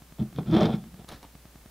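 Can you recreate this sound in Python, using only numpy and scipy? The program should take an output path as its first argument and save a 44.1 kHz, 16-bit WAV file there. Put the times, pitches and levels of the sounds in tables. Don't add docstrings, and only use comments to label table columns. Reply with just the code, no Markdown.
import sys
import numpy as np
from scipy import signal
from scipy.fft import rfft, irfft
from scipy.io import wavfile

SR = 44100
rng = np.random.default_rng(int(sys.argv[2]) if len(sys.argv) > 2 else 0)


def log_audio(samples):
    frames = np.atleast_2d(samples).T
    limited = np.clip(frames, -1, 1)
    pcm = np.round(limited * 32767).astype(np.int16)
    wavfile.write(sys.argv[1], SR, pcm)


N = 74970

# f/Hz, level/dB
ROOM_COLOUR = [(20, -18), (50, 8), (90, -12.5), (135, 3), (220, -1.5), (350, -8), (700, -11), (1500, -15.5),
               (4000, -22), (16000, -36.5)]
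# f/Hz, level/dB, t60/s
TABLE_MODES = [(130.7, -5.5, 0.24), (164.3, 2.5, 0.075), (183.9, -0.5, 0.12), (208.1, 0, .13),
               (238, -15, 0.039), (321.8, -2.5, 0.097), (392.5, -15.5, 0.18), (427, -17, 0.1),
               (479, -18.5, 0.1), (552, -17, 0.073), (604, -9, 0.065), (715, -4.5, 0.041),
               (758, -11.5, 0.082), (910, -36, 0.057), (1060, -20.5, 0.18)]
# f/Hz, level/dB, t60/s
SHELL_MODES = [(1350, 3, 0.012), (1710, 0, 0.01), (2147, -7.5, 0.02), (2420, -9.5, 0.027), (3203, 3, 0.015),
               (3450, 1, 0.024), (3520, -12, 0.028), (3590, -14, 0.0087), (3980, -17, .018),
               (4900, -21, 0.013), (5340, -13.5, 0.022)]
# t/s, level/dB, attack/s, t60/s
BRUSHES = [(1.076, -44, 0.019, 0.25), (1.113, -46.5, 0.0033, 0.26), (1.228, -51, 0.0013, 0.16)]
# f/Hz, level/dB
BRUSH_COLOUR = [(100, 6), (200, 3), (550, 2), (1000, -1), (1700, -3.5), (2600, -11.5), (3900, -6),
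                (4800, -10), (5600, -13), (7500, -23), (11000, -19.5), (16000, -25)]
# t/s, snap/dB, plastic ring/dB, hollow ring/dB
CLICKS = [(1.0889, -30.5, -32, -53), (1.1212, -41, -44, -45), (1.2294, -38.5, -54, -44),
          (1.242, -48, -62, -41)]
# f/Hz, level/dB
SNAP_COLOUR = [(300, 12), (800, -15), (2500, -2), (3900, 9.5), (4800, -1), (7500, -4), (11000, -2),
               (16000, -19)]
# t/s, table level/dB, contact/ms, shell level/dB
KNOCKS = [(0.1933, -25.5, 1.44, -41), (0.1991, -19.5, 3.33, -39.5), (0.2128, -17, 3.2, -56),
          (0.2226, -21.5, 2.4, -54), (0.362, -25.5, 4.2, -34.5), (0.3859, -17.5, 0.85, -40),
          (0.392, -33, 2.7, -48), (0.413, -27.5, 2, -56), (0.5501, -15, 1.24, -32),
          (0.6147, -29, 0.53, -21), (0.6291, -31, 3.7, -30), (.647, -22, 2.3, -32),
          (0.6597, -16.5, 1.5, -20.5), (.7335, -33.5, 5.8, -42), (0.7398, -17, 2.73, -50),
          (0.7449, -24, 3.2, -48.5), (.9945, -39, 3, -51), (1.1276, -39, 3.8, -54)]
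# f/Hz, level/dB
GRIT_COLOUR = [(150, -2.5), (400, -0.5), (700, -12), (1100, -5), (1350, 1.5), (1900, -13.5), (2700, -13),
               (3600, -20), (5500, -16.5), (7500, -24.5), (12000, -35.5), (16000, -32)]
# t/s, relative level/dB
SNAGS = [(0.36, -50), (0.512, -47), (0.608, -31), (.631, -32.5), (.655, -37.5)]
# t/s, length/s, f/Hz, level/dB
CHATTERS = [(.488, 0.014, 174.7, -21.5), (0.519, 0.042, 321.7, -15), (.6, 0.024, 601.4, -16.5),
            (.625, 0.038, 183.6, -16)]
# t/s, deep judder/dB, scrape/dB, grit/dB
SLIDE_LEVELS = [(0.181, -68, -52, -64), (0.199, -60, -46, -54), (.23, -52, -55, -62.5),
                (.255, -46, -57, -76), (.29, -52, -72, -81), (.34, -44.5, -75, -66),
                (0.387, -30, -41, -47.5), (0.447, -51.5, -58, -80), (0.467, -28, -47, -51.5),
                (.505, -26.5, -44, -50), (.535, -21.5, -35, -38.5), (.572, -24.5, -24, -32),
                (.597, -23.5, -23.5, -36.5), (.618, -22.5, -27, -36.5), (0.656, -21.5, -27, -34),
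                (.69, -25, -30, -46), (.724, -31, -38, -47), (0.735, -32, -34.5, -42),
                (0.756, -45, -48.5, -49), (0.781, -46.5, -55, -66), (.91, -49.5, -76, -78),
                (.95, -53, -68, -77), (1.0, -51.5, -50.5, -59.5), (1.05, -68, -63, -73)]

ROOM_DB, HUM_HZ, HUM_DB, HISS_DB, HISS_SIDE_DB = -57.5, 59.3, -57.5, -60, -3
TICK_FIRST_S, TICK_PERIOD_S, TICK_LENGTH_S, TICK_DB = 0.0208, 0.1024, 0.00211, -38.5
WALLS_DB, WALLS_T60_S = -19, 0.28
SNAP_T60_S, CLICK_SHELL_DB, CLICK_RING_HZ, CLICK_RING_T60_S = 0.01, -7.5, 3950, 0.023
HOLLOW_HZ, HOLLOW_T60_S = 917, 0.035
CRACK_DB, CRACK_T60_S = -7, 0.094
SNAG_T60_S, SNAG_LOW_HZ, SNAG_TOP_HZ = 0.0092, 3480, 5370
CATCHES_PER_S, CATCH_SPREAD_DB, CHATTER_JITTER = 1500, 3.5, 0.036
JUDDER_LOW_HZ, JUDDER_TOP_HZ, SCRAPE_LOW_HZ, SCRAPE_TOP_HZ = 45.6, 258, 325, 857
GRIT_DB, SLIDE_SHELL_DB = -3, -4
SHELL_TOP_HZ, RECORDER_TOP_HZ = 6100, 15600


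def undb(db):
    return 10 ** (np.asarray(db) / 20)


def unit(x):
    return x / np.sqrt(np.mean(x ** 2))


def unit_peak(x):
    return x / np.abs(x).max()


def clock():
    return np.arange(N) / SR


def fade(t60, hold=0):
    return np.exp(-np.log(1000) * np.maximum(clock() - hold, 0) / t60)


def curve(rows, column):
    rows = np.array(rows)
    return undb(np.interp(clock(), rows[:, 0], rows[:, column], left=-150, right=-150))


def colour(x, points):
    hz, db = np.array(points).T
    bins_hz = np.fft.rfftfreq(2 * N, 1 / SR)
    log_gain = np.interp(np.log(bins_hz + 1), np.log(hz), np.log(undb(db)))
    cepstrum = irfft(log_gain)[:N]
    cepstrum[1:] *= 2
    return irfft(rfft(x, 2 * N) * np.exp(rfft(cepstrum, 2 * N)))[:N]


def cut(x, hz, kind, order=2):
    return signal.sosfilt(signal.butter(order, hz, kind, fs=SR, output="sos"), x)


def through(x, response):
    return signal.fftconvolve(x, response)[:N]


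def ring(modes):
    return unit_peak(sum(undb(db) * fade(t60) * np.cos(2 * np.pi * hz * clock())
                         for hz, db, t60 in modes))


def at(s, x):
    return np.concatenate([np.zeros(int(s * SR)), x])[:N]


def background():
    room, mid, side = rng.standard_normal((3, N))
    rumble = unit(colour(room, ROOM_COLOUR))
    hum = np.sqrt(2) * np.sin(2 * np.pi * HUM_HZ * clock())
    hiss = mid + undb(HISS_SIDE_DB) * side * np.array([[1], [-1]])
    return undb(ROOM_DB) * rumble + undb(HUM_DB) * hum + undb(HISS_DB) * hiss


def interference():
    dips = (clock() - TICK_FIRST_S) % TICK_PERIOD_S < TICK_LENGTH_S
    ticks = cut(-1.0 * dips, 70, "high")
    return undb(TICK_DB) * cut(ticks, 9200, "low", order=1)


def walls(direct):
    tail = cut(rng.standard_normal(N), 5700, "low", order=1) * fade(WALLS_T60_S)
    response = at(0.006, tail)
    return undb(WALLS_DB) * through(direct, response / np.linalg.norm(response))


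def fingers(shell):
    t = clock()
    touch = sum(at(s, undb(db) * np.minimum(t / attack, 1) * fade(t60, hold=attack))
                for s, db, attack, t60 in BRUSHES)
    out = touch * unit(colour(rng.standard_normal(N), BRUSH_COLOUR))
    hollow = fade(HOLLOW_T60_S) * np.sin(2 * np.pi * HOLLOW_HZ * t)
    ping = fade(CLICK_RING_T60_S) * np.sin(2 * np.pi * CLICK_RING_HZ * t)
    plastic = undb(CLICK_SHELL_DB) * shell + 0.23 * ping
    for s, snap_db, ring_db, hollow_db in CLICKS:
        snap = 0.67 * colour(rng.standard_normal(N) * fade(SNAP_T60_S), SNAP_COLOUR)
        out += at(s, undb(snap_db) * snap + undb(ring_db) * plastic + undb(hollow_db) * hollow)
    return out


def knocks(table, shell):
    out = np.zeros(N)
    for s, table_db, contact_ms, shell_db in KNOCKS:
        push = np.sin(np.pi * np.minimum(clock() * 1000 / contact_ms, 1))
        crack = unit_peak(colour(rng.standard_normal(N) * fade(CRACK_T60_S), GRIT_COLOUR))
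        thud = unit_peak(through(push, table + undb(CRACK_DB) * crack))
        out += at(s, undb(table_db) * thud + undb(shell_db) * shell)
    return cut(out, 66, "high")


def snags():
    spray = sum(at(s, undb(db) * rng.standard_normal(N) * fade(SNAG_T60_S)) for s, db in SNAGS)
    return 4 * cut(cut(spray, SNAG_LOW_HZ, "high"), SNAG_TOP_HZ, "low", order=5)


def chatter(table):
    out = np.zeros(N)
    for s, length, hz, db in CHATTERS:
        times = np.cumsum(1 + CHATTER_JITTER * rng.standard_normal(size=64)) / hz
        times = times[times < length]
        swell = np.sin(np.pi * times / length)
        slips = np.bincount((times * SR).astype(int), weights=swell, minlength=N)
        tone = cut(cut(through(slips, table), 1.26 * hz, "low"), 0.61 * hz, "high")
        out += at(s, undb(db) * unit_peak(tone))
    return out


def catches():
    caught = rng.random(N) < CATCHES_PER_S / SR
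    size_db = CATCH_SPREAD_DB * np.minimum(rng.exponential(size=N), 3)
    sign = rng.choice([-1, 1], N)
    return caught * sign * undb(size_db)


def slide(table, shell):
    edge = catches()

    def drive(gain, body):
        return through(gain * edge, body) / np.std(through(edge, body))

    judder_gain, scrape_gain, grit_gain = (curve(SLIDE_LEVELS, column) for column in (1, 2, 3))
    table_lows = cut(cut(table, JUDDER_TOP_HZ, "low", order=4), JUDDER_LOW_HZ, "high")
    table_mids = cut(cut(table, SCRAPE_LOW_HZ, "high", order=3), SCRAPE_TOP_HZ, "low", order=4)
    judder = drive(judder_gain, table_lows)
    scrape = drive(scrape_gain, table_mids)
    grit = undb(GRIT_DB) * grit_gain * unit(colour(edge, GRIT_COLOUR))
    shell_ring = undb(SLIDE_SHELL_DB) * drive(grit_gain, cut(shell, 1000, "high"))
    return judder + scrape + grit + shell_ring


def scene():
    table = ring(TABLE_MODES)
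    shell = cut(ring(SHELL_MODES), SHELL_TOP_HZ, "low", order=4)
    direct = knocks(table, shell) + slide(table, shell) + chatter(table) + snags() + fingers(shell)
    return direct + walls(direct) + interference() + background()


def record(dry):
    return signal.sosfilt(signal.ellip(10, 0.1, 80, RECORDER_TOP_HZ, fs=SR, output="sos"), dry)


dry = scene()
out = record(dry)
log_audio(out)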